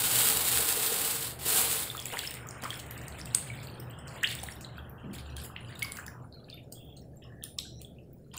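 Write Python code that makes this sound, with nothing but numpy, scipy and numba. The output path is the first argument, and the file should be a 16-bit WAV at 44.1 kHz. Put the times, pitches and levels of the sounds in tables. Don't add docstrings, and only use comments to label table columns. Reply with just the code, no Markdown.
import sys
import numpy as np
from scipy import signal
from scipy.fft import rfft, irfft
from scipy.io import wavfile
from scipy.ndimage import uniform_filter1d
from numba import njit

SR = 44100
rng = np.random.default_rng(int(sys.argv[2]) if len(sys.argv) > 2 else 0)


def dump(signal):
    limited = np.clip(np.atleast_2d(signal).T, -1, 1)
    pcm = np.round(limited * 32767).astype(np.int16)
    wavfile.write(sys.argv[1], SR, pcm)


def elevation(decibels):
    levels = np.asarray(decibels, float)
    return 10 ** (levels / 20)


N = 369558
TIME = np.arange(N) / SR

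# t/s, hiss level/dB
DRAGS = [
    [(0.0, -30), (0.19, -24.5), (0.33, -27), (0.45, -29), (0.59, -27), (0.7, -30), (1.05, -29),
     (1.27, -36.5), (1.34, -51)],
    [(1.39, -47), (1.412, -42.5), (1.452, -39), (1.46, -29), (1.53, -27.5), (1.58, -21.5), (1.7, -30),
     (1.83, -33.5), (1.86, -44.5), (2.05, -61)],
]
# f/Hz, level/dB per Hz
HISS_SPECTRUM = [(600, -32), (1100, -8), (2000, -8.5), (4300, -2), (5900, -3), (7900, 1), (12500, -8),
                 (14900, 3), (16000, -2.5)]
# f/Hz, width/Hz, level/dB
BOWL_MODES = [(452, 30, -3), (790, 70, -2.5), (1185, 84, -9)]
# f/Hz, level/dB per Hz
AIR_SPECTRUM = [(25, -9), (48, -11), (180, -3.5), (400, -10.5), (900, -15.5), (1500, -13.5), (3000, -23.5),
                (6000, -24.5), (8000, -22), (12000, -23), (15200, -21.5)]
# f/Hz, width/Hz, level/dB
HUM_MODES = [(73.5, 4, 0.5), (120.5, 8, 3.5), (140, 12, -5), (97, 14, -5)]
# t/s, level/dB
MOTOR_LEVEL = [(0.0, -44.5), (0.56, -47), (0.7, -54), (1.4, -47.5), (2.29, -50), (3.08, -45.5), (3.66, -43),
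               (4.6, -49), (5.06, -50.5), (5.51, -51), (5.7, -47.5), (6.3, -51), (7.1, -51), (8.38, -53.5)]
# t/s at the top, width/s, level/dB
SWELLS = [
    (.5, 0.13, -48),
    (1.7, 0.37, -63),
    (3.1, .4, -62),
    (4.8, .6, -52),
    (5.3, 0.3, -52),
    (7.0, .2, -56),
    (3.05, .2, -52),
    (8.1, 0.3, -60),
]
# t/s, peak level/dB, f/Hz
BUMPS = [(.2, -40, 480), (.245, -36, 800), (.455, -35, 770), (.592, -32.5, 460), (0.769, -31.5, 440),
         (.92, -28.5, 440), (1.0, -37, 460), (1.46, -31.5, 390), (1.528, -40.5, 438), (2.628, -42, 255),
         (3.794, -39.5, 350), (4.434, -32.5, 760)]
# t/s, peak level/dB
TICKS = [(1.411, -32), (1.97, -25), (2, -23), (2.1252, -28), (2.241, -33), (2.2734, -34), (2.3087, -28),
         (2.3406, -26), (2.471, -33.5), (2.6225, -30), (2.705, -29), (2.798, -28.5), (2.886, -42.5),
         (2.978, -32), (3.017, -33), (3.083, -31), (3.186, -31.5), (3.257, -27.5), (3.91, -40),
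         (4.315, -25), (4.3518, -27), (4.437, -23), (4.6098, -35), (5.3668, -24.5), (5.7929, -27.5),
         (5.97, -27), (6.065, -27.5), (6.7238, -27), (8.3397, -31.5), (8.368, -24.5)]
# t/s, level/dB, favoured bubble f/Hz
STIR = [(1.8, -49.5, 3160), (2.28, -40.5, 2900), (2.48, -55.5, 1400), (2.72, -45, 2600), (2.9, -51, 2000),
        (3.65, -49.5, 3200), (3.95, -58, 1600), (4.31, -43.5, 3000), (4.62, -54, 3600), (4.95, -62.5, 1600),
        (5.19, -54, 3000), (5.6, -53.5, 3200), (6.0, -49.5, 1800), (6.3, -61.5, 1400), (6.8, -74, 2600),
        (7.4, -74, 2500), (7.66, -62, 3300), (8.1, -88, 2500)]
# t/s, peak level/dB, f/Hz, ring/ms
PLINKS = [(1.9003, -27, 3560, 4.3), (1.9497, -29, 1250, 3.1), (1.978, -32, 3450, 4.2),
          (1.9923, -30, 3365, 4.8), (2.1365, -29, 2860, 4.1), (2.171, -22.5, 1920, 1.9),
          (2.192, -27, 3340, 3.3), (2.2737, -26.5, 5260, 4.5), (2.7046, -25, 3270, 3),
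          (3.501, -31.5, 2270, 5.1), (3.5889, -36.5, 2270, 3.3), (3.9895, -55, 5250, 6.9),
          (4.487, -28.5, 1920, 2.2), (4.647, -32.5, 4010, 2.5), (4.7895, -41, 3240, 1.8),
          (5.5643, -26, 2820, 1.4), (5.824, -22.8, 2193, 8.1), (5.8471, -28, 4920, 1.7),
          (6.337, -49, 4270, 15.9), (6.5009, -32.5, 4430, 1), (6.5266, -40, 3590, 11),
          (6.7229, -44, 8380, 11), (6.726, -43, 4930, 2.8), (6.9682, -53, 8140, 12),
          (7.2398, -48.5, 5240, 2.9), (7.4258, -36, 3360, 1.4), (7.4493, -46, 5210, 7),
          (7.8475, -40, 3390, 4.5), (7.9862, -44.5, 2720, 1.64), (8.3766, -36, 2800, 3),
          (4.782, -34, 1470, 2.8), (4.61, -46, 4200, 1.2), (5.727, -43.5, 4300, 1.3), (5.757, -41, 3730, 6),
         (5.848, -38.5, 1130, 7.1), (7.651, -49.5, 1540, 10), (3.74, -45, 4400, 2.8), (6.58, -48, 2650, 4),
         (7.1707, -48, 7440, 2.4), (6.4, -54, 3400, 5), (8.1313, -47, 15500, 3.2), (2.8, -44, 4140, 2.5),
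         (3.273, -40.5, 2700, 4), (3.2, -37.5, 1900, 2.5), (3.31, -41.5, 4000, 1.5), (6.58, -51, 2000, 5),
         (7.155, -52, 1550, 8), (2.757, -40, 5300, 2), (2.741, -38, 5300, 1.5), (3.124, -41, 4200, 1.5),
         (4.088, -43, 4400, 2), (4.21, -43, 4200, 2), (4.522, -42, 5500, 5), (4.79, -45, 3200, 4),
         (4.85, -51, 3100, 4), (4.935, -53, 2300, 5), (4.898, -56, 5600, 4), (7.018, -54, 5500, 4),
         (3.269, -40, 7700, 1), (3.8, -42, 8500, 3), (3.8, -47, 5200, 4), (3.909, -47, 8100, 3),
         (4.4, -41, 6100, 2.5), (7.452, -40, 9500, 2), (4.556, -43, 12200, 1.5), (4.555, -42, 14600, 1),
         (4.78, -50, 13800, 4), (2.46, -38, 1250, 6), (5.5, -40, 1200, 4), (5.38, -41, 1600, 5),
         (2.25, -37, 2850, 6), (5.3, -52, 5800, 5), (3.988, -48, 8000, 5), (2.8, -40, 2900, 2),
         (2.14, -31, 900, 5), (5.562, -33, 2050, 3)]
# t/s, peak level/dB, start f/Hz, end f/Hz, ring/ms
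GULPS = [
    (2.6518, -29.5, 1336, 1030, 11.3),
    (3.6714, -35.5, 4100, 4620, 1.5),
    (4.23, -23, 1700, 2000, 4.1),
    (4.2363, -19.5, 1560, 2280, 7.4),
    (4.2417, -16.5, 2500, 3500, 7.5),
    (5.367, -42, 3250, 3200, 9),
    (5.9872, -33, 1350, 1790, 4.6),
    (6.0798, -36, 1900, 1550, 6),
    (6.9703, -47, 4300, 4100, 4.5),
    (8.316, -45.5, 3410, 2840, 1.7),
]
# t/s, peak level/dB, f/Hz
POPS = [(2.0245, -32, 5300), (2.0676, -26, 10600), (2.643, -31, 5100), (3.083, -34, 13700),
        (3.2142, -29, 5270), (3.346, -22.5, 4800), (3.3484, -32, 15300), (3.3505, -33, 2900),
        (3.352, -19, 10800), (3.7995, -36, 14900), (3.9095, -49, 5900), (4.2337, -26, 14600),
        (4.234, -26, 7200), (4.236, -20.5, 2950), (4.274, -21.5, 4280), (4.896, -40, 14900),
        (5.8235, -29, 4480), (5.822, -23, 3170), (5.975, -37, 14600), (5.9965, -37, 7400),
        (6.0808, -34, 5600), (6.326, -39, 4260), (6.4448, -43, 4200), (6.967, -44, 6550),
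        (7.16, -49, 13600), (7.4397, -29, 3450), (7.5868, -24, 7730), (7.5891, -17, 3810),
        (7.5997, -34, 11300), (8.3781, -27.5, 7320), (3.615, -44, 14500), (3.652, -42, 14800),
        (3.672, -40, 14300), (3.702, -45, 14000), (3.899, -39, 14500), (3.99, -45, 15000),
        (4.08, -42, 14800), (5.18, -42, 14800), (5.417, -42, 11500), (5.418, -44, 13200),
        (5.367, -38, 11000), (5.832, -32, 14500), (5.772, -44, 7200), (6.325, -49, 15000),
        (6.395, -50, 14500), (6.32, -52, 10100), (5.55, -46, 15000), (5.848, -38, 12500),
        (5.058, -54, 12500), (8.345, -38, 9000), (6.225, -55, 4000)]
# t/s, crack level/dB, pocket level/dB, pocket f/Hz
BURSTS = [(2.056, -22, -24, 7700), (2.1902, -19, -22.5, 4470), (2.4877, -34, -28, 6960),
          (2.5086, -33, -34, 5470), (2.6371, -24, -27, 1720), (2.9095, -29, -29, 12700),
          (3.3481, -10.5, -5, 8550), (3.8007, -34.5, -39, 12560), (3.9885, -43, -40, 9000),
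          (4.0804, -33, -39, 5050), (4.2328, -25, -23.5, 8100), (4.8962, -43, -39, 13100),
          (5.754, -34.5, -46.5, 10350), (5.828, -20, -27, 10400), (5.9201, -26, -25, 9650),
          (6.4989, -36.5, -43.5, 9300), (6.5428, -48, -41, 11930), (7.4381, -25, -24.5, 9700),
          (7.5855, -26.5, -21, 5500), (7.8166, -31, -38.5, 9180)]
# t/s, peak level/dB, f/Hz
BLIPS = [(2.0557, -30, 2470), (2.1021, -34, 2020), (2.2393, -34, 2810), (2.3141, -31, 2840),
         (2.37, -36, 2170), (2.7302, -30, 1710), (2.7417, -32, 3300), (2.7935, -38, 2850),
         (2.9684, -35, 1820), (3.014, -37, 1700), (3.0619, -42, 2650), (3.0809, -40, 1780),
         (3.4261, -39, 4290), (3.6384, -44, 1640), (3.6854, -40, 2700), (3.6994, -42, 4370),
         (4.3094, -26, 3360), (4.3264, -31, 2630), (4.3894, -32, 3470), (4.6089, -40, 2500),
         (5.0449, -48, 2400), (5.1402, -40, 2340), (5.1517, -39, 3260), (5.1854, -38, 3520),
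         (5.2629, -44, 3610), (5.4004, -41, 2910), (5.4485, -43, 2840), (5.6481, -41, 2950),
         (5.7254, -37, 1860), (6.5779, -45, 2590), (6.9394, -58, 4510), (7.1631, -63, 1640),
         (7.198, -60, 1600), (7.2265, -49, 2960)]
# t/s, peak level/dB, f/Hz
SPITS = [(2.1714, -28, 8480), (2.1844, -27, 7380), (2.2388, -32, 8940), (2.2674, -30, 7400),
         (2.3092, -24, 8320), (2.3524, -28, 8560), (2.4084, -39, 8760), (2.5092, -32, 8550),
         (2.6444, -28, 7960), (2.7033, -32, 8970), (2.7344, -33, 8700), (2.8514, -43, 7990),
         (2.9776, -36, 7900), (3.0135, -37, 8210), (3.0485, -41, 9390), (3.0704, -34, 8650),
         (3.0819, -28, 7990), (3.6436, -42, 8090), (3.7155, -40, 9140), (3.7499, -44, 8840),
         (4.0744, -35, 7970), (4.2887, -29, 7360), (4.3264, -28, 8560), (4.352, -23, 8340),
         (4.3884, -35, 8570), (4.4328, -23, 8950), (4.4847, -39, 8340), (4.6109, -37, 6760),
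         (4.6463, -45, 8770), (4.779, -55, 8010), (5.0534, -56, 7540), (5.1492, -35, 7550),
         (5.1944, -38, 9370), (5.4016, -34, 8310), (5.4505, -37, 7130), (5.6476, -49, 9510),
         (7.0194, -58, 7990), (7.1896, -56, 7510), (7.6485, -40, 7430), (7.8466, -44, 8060)]
# t/s, length/s, level/dB, f/Hz, spread/octaves
SPLASHES = [(2.627, 0.037, -45.5, 1210, 2.1), (5.038, 0.094, -46, 214, 1.06),
            (5.132, 0.03, -50, 8500, 1.85), (5.437, 0.028, -48.5, 10800, 1.5),
            (4.611, 0.038, -54.5, 6800, .6), (4.981, .14, -66.5, 2850, 0.27),
            (5.605, 0.05, -66.5, 9600, 0.26), (6.336, 0.16, -68.5, 4100, 0.056),
            (6.484, .12, -62, 2610, 0.68), (6.75, .2, -64, 3350, .07), (6.722, .3, -65, 15100, 0.085),
            (7.22, 0.24, -63.5, 1750, 0.2), (4.51, .015, -52, 8500, .6), (2.79, .015, -48, 6000, 1.2),
            (3.63, .02, -54, 7000, 1), (3.19, .02, -50, 7000, 1.2), (6.78, .2, -72, 2750, .04),
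            (4.07, .12, -55, 900, 1.1), (5.18, .03, -52, 5000, 1.8), (5.38, .05, -52, 6000, 1.6),
            (6.722, .05, -60, 7800, .5), (6.966, .03, -60, 5000, .9), (7.6, .12, -60, 4900, .8),
            (7.79, .08, -63, 8000, .4), (4.3, .035, -44, 3500, 1.3), (4.09, .07, -58, 6500, 1.1),
            (7.23, .36, -69, 1100, 0.12), (3.9, .18, -62, 3000, 0.22), (8.33, .05, -56, 1100, .8),
            (6.15, .4, -66, 1350, .4), (7.221, 0.039, -62.5, 3030, 0.32), (7.601, 0.22, -67, 3990, 0.054),
            (7.6, .2, -56, 5750, .07), (2.124, 0.028, -42, 1050, 1.57), (7.791, 0.044, -65, 2350, 0.59),
            (8.334, 0.046, -55, 3500, 1.2)]
# t/s, lowest band it shuts f/Hz
SHUT_ABOVE = [(0, 3500), (2.4, 3500), (3.7, 2185), (4.8, 2000), (6.12, 1900), (6.28, 920), (6.7, 830),
              (8.1, 789), (8.38, 557)]

GRIND_DB, RING_DB = -5, -15
GRIND_SLOPE, RING_SLOPE = 0.9, 0.94
AIR_DB, DRONE_DB = -50.5, -60.5
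RUSH_DB, RUSH_DB_PER_S, RUSH_WALK_DB = -43, -2.08, -1
POP_MS, BLIP_MS, SPIT_MS, POCKET_LAG_MS = 1, 2.2, 0.7, 0.9
FIZZ_DB, FIZZ_SLOPE = -58.5, 1.25
CRACKLE_DB, CRACKLE_PER_S = -1, 80
ROOM_T60_S, ROOM_DB = 0.32, -5.5
TOP_HZ = 15680


def unit(x):
    return x / np.sqrt(np.mean(x ** 2))


def curves(table):
    s, *columns = np.transpose(table)
    ends_early = s[-1] < TIME[-1] - 0.3
    return [np.interp(TIME, s, c, left=-120, right=-120 if ends_early else c[-1]) for c in columns]


def colour(x, points):
    hz, db = np.transpose(points)
    f = np.maximum(np.arange(N // 2 + 1) * SR / N, 1)
    return irfft(rfft(x) * elevation(np.interp(np.log(f), np.log(hz), db)), N)


def band(x, lo_hz, hi_hz):
    sos = signal.butter(2, [lo_hz, min(hi_hz, 0.45 * SR)], "band", fs=SR, output="sos")
    return unit(signal.sosfilt(sos, x))


def modes(x, table):
    out = 0
    for hz, width, db in table:
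        b, a = signal.iirpeak(hz, hz / max(width, 1), fs=SR)
        out = out + elevation(db) * unit(signal.lfilter(b, a, x))
    return out


def walk(rate):
    k = int(SR / rate)
    held = np.repeat(rng.standard_normal(N // k + 1), k)
    return 1.19 * uniform_filter1d(uniform_filter1d(held, k), k)[:N]


def shade(x):
    notch = signal.iirnotch(5950, 3.5, fs=SR)
    return 0.25 * x + 0.74 * signal.lfilter(*notch, x)


@njit
def grains(count, s, size, hz, end_hz, ring):
    out = np.zeros(count)
    for k in range(len(s)):
        turns, start = 0., int(s[k] * SR)
        for i in range(min(int(2.5 * ring[k] * SR), count - start)):
            age = i / (ring[k] * SR)
            envelope = min(age / .15, 1.) * np.exp(-.4 * age - .6 * age ** 3)
            out[start + i] += size[k] * envelope * np.sin(2 * np.pi * turns)
            turns += (hz[k] + (end_hz[k] - hz[k]) * min(age, 1.2)) / SR
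    return out


def pockets(s, db, hz, end_hz, ms):
    ring = np.maximum(ms + 0 * s, 0.3) / 1000
    return grains(N, s, elevation(db), 1. * hz, 1. * end_hz, ring)


def swarm(count, centre_hz, octaves, cycles, spread_db):
    when, loud, pitch_a, vary, pitch_b = rng.random((count, 5)).T
    hz = centre_hz[(when * N).astype(int)] * 2 ** (octaves * (pitch_a + pitch_b - 1))
    hz = np.minimum(hz, 15500)
    size = elevation(spread_db * np.minimum(-np.log(1 - loud), 3.6))
    return unit(grains(N, when * N / SR, size, hz, hz * (1 + 0.15 * vary), cycles * (0.5 + vary) / hz))


def drag():
    hiss_db = np.max([curves(d)[0] for d in DRAGS], axis=0)
    roughness_db = 1.6 * walk(900) + 1.8 * walk(90) + 0.8 * walk(14)
    grit = colour(rng.standard_normal(N) * elevation(roughness_db), HISS_SPECTRUM)
    slips = uniform_filter1d((rng.random(N) < 60 / SR) * rng.random(N), size=60) * 60
    grit = grit * (1 + 1.17 * slips)
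    shake = rng.standard_normal(N)
    ring = unit(modes(shake * elevation(2.5 * walk(45)), BOWL_MODES))
    ring = unit(ring + elevation(3.5) * band(shake, 170, 1300))
    over = hiss_db + 30
    hiss = band(grit, 7040, 14000)
    grind = elevation(GRIND_DB + (GRIND_SLOPE - 1) * over) * band(grit, 1100, 5160)
    ring = elevation(RING_DB + (RING_SLOPE - 1) * over) * ring * (hiss_db > -99)
    return elevation(hiss_db) * (hiss + grind + ring)


def air():
    return elevation(AIR_DB) * unit(colour(rng.standard_normal(N), AIR_SPECTRUM))


def hum():
    motor_db, = curves(MOTOR_LEVEL)
    drone = elevation(DRONE_DB) + sum(elevation(db) * np.exp(-((TIME - s) / width) ** 2) for s, width, db in SWELLS)
    rumble_cut = signal.butter(6, 60, "high", fs=SR, output="sos")
    drive = signal.sosfilt(rumble_cut, rng.standard_normal(N))
    rush_db = RUSH_DB + RUSH_DB_PER_S * TIME + RUSH_WALK_DB * walk(2.1) - 8.5
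    rush = elevation(rush_db) * band(drive, 140, 820)
    motor = elevation(motor_db) * unit(modes(drive, HUM_MODES[1:]))
    return drone * modes(drive, HUM_MODES[:1]) + motor + rush


def drops():
    s, db, hz = np.transpose(BUMPS)
    out = grains(N, s, elevation(db), hz, hz, 4.0 / hz)

    s, db = np.transpose(TICKS + [b[:2] for b in BURSTS])
    crack = np.zeros(N)
    crack[(s * SR).astype(int)] = elevation(db - 1.5)
    swell = uniform_filter1d(crack, size=30)
    decay = np.exp(-1 / (0.0012 * SR))
    puff = rng.standard_normal(N) * signal.lfilter([1], [1, -decay], swell)
    out = out + colour(puff, HISS_SPECTRUM)

    s, db, hz, ms = np.transpose(PLINKS)
    out = out + pockets(s, db, hz, hz, ms) + pockets(*np.transpose(GULPS))
    s, db, hz = np.transpose(POPS)
    out = out + pockets(s, db, hz, hz, POP_MS)
    for table, ms in ((BLIPS, BLIP_MS), (SPITS, SPIT_MS)):
        s, db, hz = np.transpose(table)
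        out = out + pockets(s, db - 1.5, hz, 1.04 * hz, ms)
    s, _, db, hz = np.transpose(BURSTS)
    return out + pockets(s + POCKET_LAG_MS / 1000, db, hz, 0.97 * hz, POP_MS)


def stir():
    gurgle_db, pitch_hz = curves(STIR)
    fizz_db = FIZZ_DB + FIZZ_SLOPE * (gurgle_db + 50)
    gust_db = 2.4 * walk(40)
    gurgle = swarm(count=5000, centre_hz=np.clip(pitch_hz, 900, 6000), octaves=1.1, cycles=9, spread_db=2.2)
    fizz = swarm(count=26000, centre_hz=np.full(N, 10500.), octaves=0.9, cycles=4, spread_db=3.2)
    hits = (rng.random(N) < CRACKLE_PER_S / SR) * elevation(3 * rng.standard_normal(N))
    decay = np.exp(-1 / (0.0008 * SR))
    crackle = unit(rng.standard_normal(N) * signal.lfilter([1], [1, -decay], hits))
    spray = elevation(gust_db) * fizz + elevation(CRACKLE_DB) * crackle
    gurgle = elevation(gurgle_db + gust_db - 3.5) * gurgle
    return shade(gurgle + elevation(fizz_db + 1.5) * colour(spray, HISS_SPECTRUM))


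def splashes(cycles=5):
    out = 0
    for s, length, db, centre_hz, octaves in SPLASHES:
        when, pitch_a, pitch_b, loud = rng.random((400, 4)).T
        hz = np.clip(centre_hz * 2 ** (octaves * (pitch_a + pitch_b - 1)), 60, 15500)
        ring = (cycles + 1 / max(octaves, 0.02)) / hz
        size = elevation(db + 5 * loud) * np.sqrt(length / ring / 100)
        out = out + grains(N, s + length * when ** 1.25, size, hz, hz * 1.012, ring)
    return shade(out)


def room(x):
    t = TIME[:SR // 2]
    decay = rng.standard_normal(len(t)) * elevation(-60 * t / ROOM_T60_S)
    tail = decay * np.clip((t - 0.002) / 0.0013, 0, 1)
    tail = tail / np.sqrt(np.sum(tail ** 2))
    return x + elevation(ROOM_DB) * signal.fftconvolve(shade(x), tail)[:N]


def scene():
    return (room(drag() + stir() + drops() + splashes()) + air() + hum())[None]


@njit
def hold(x, fall):
    for i in range(1, x.shape[1]):
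        x[:, i] = np.maximum(x[:, i], fall * x[:, i - 1])
    return x


def suppress(x, margin_db=7.0, steep=3.6, depth_db=-25, fall_db=-0.2428):
    hz, s, z = signal.stft(x, SR, nperseg=256, noverlap=192)
    power = uniform_filter1d(np.abs(z) ** 2, size=7, axis=1) + 1e-18
    heard = signal.stft(air(), SR, nperseg=256)[2][:, 1:45]
    rush = np.mean(np.abs(heard) ** 2, axis=1)
    doubt = elevation(2 * margin_db) * rush[:, None] / hold(power, min(elevation(2 * fall_db), 0.995))
    gain = hold(np.maximum(1 / (1 + doubt ** steep), elevation(depth_db)), elevation(-0.36))
    lowest_hz = np.interp(s, *np.transpose(SHUT_ABOVE))
    shut = np.clip((hz[:, None] / lowest_hz - 0.85) / 0.3, 0, 1)
    return signal.istft(z * gain ** shut, SR, nperseg=256, noverlap=192)[1][:N]


def band_limit(x):
    return signal.sosfilt(signal.butter(12, 16830, fs=SR, output="sos"), x)


def record(dry):
    top_cut = signal.ellip(8, 0.2, 27, TOP_HZ, fs=SR, output="sos")
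    mix = signal.sosfiltfilt(top_cut, suppress(dry[0]))[None]
    return band_limit(mix)


dry = scene()
out = record(dry)
dump(out)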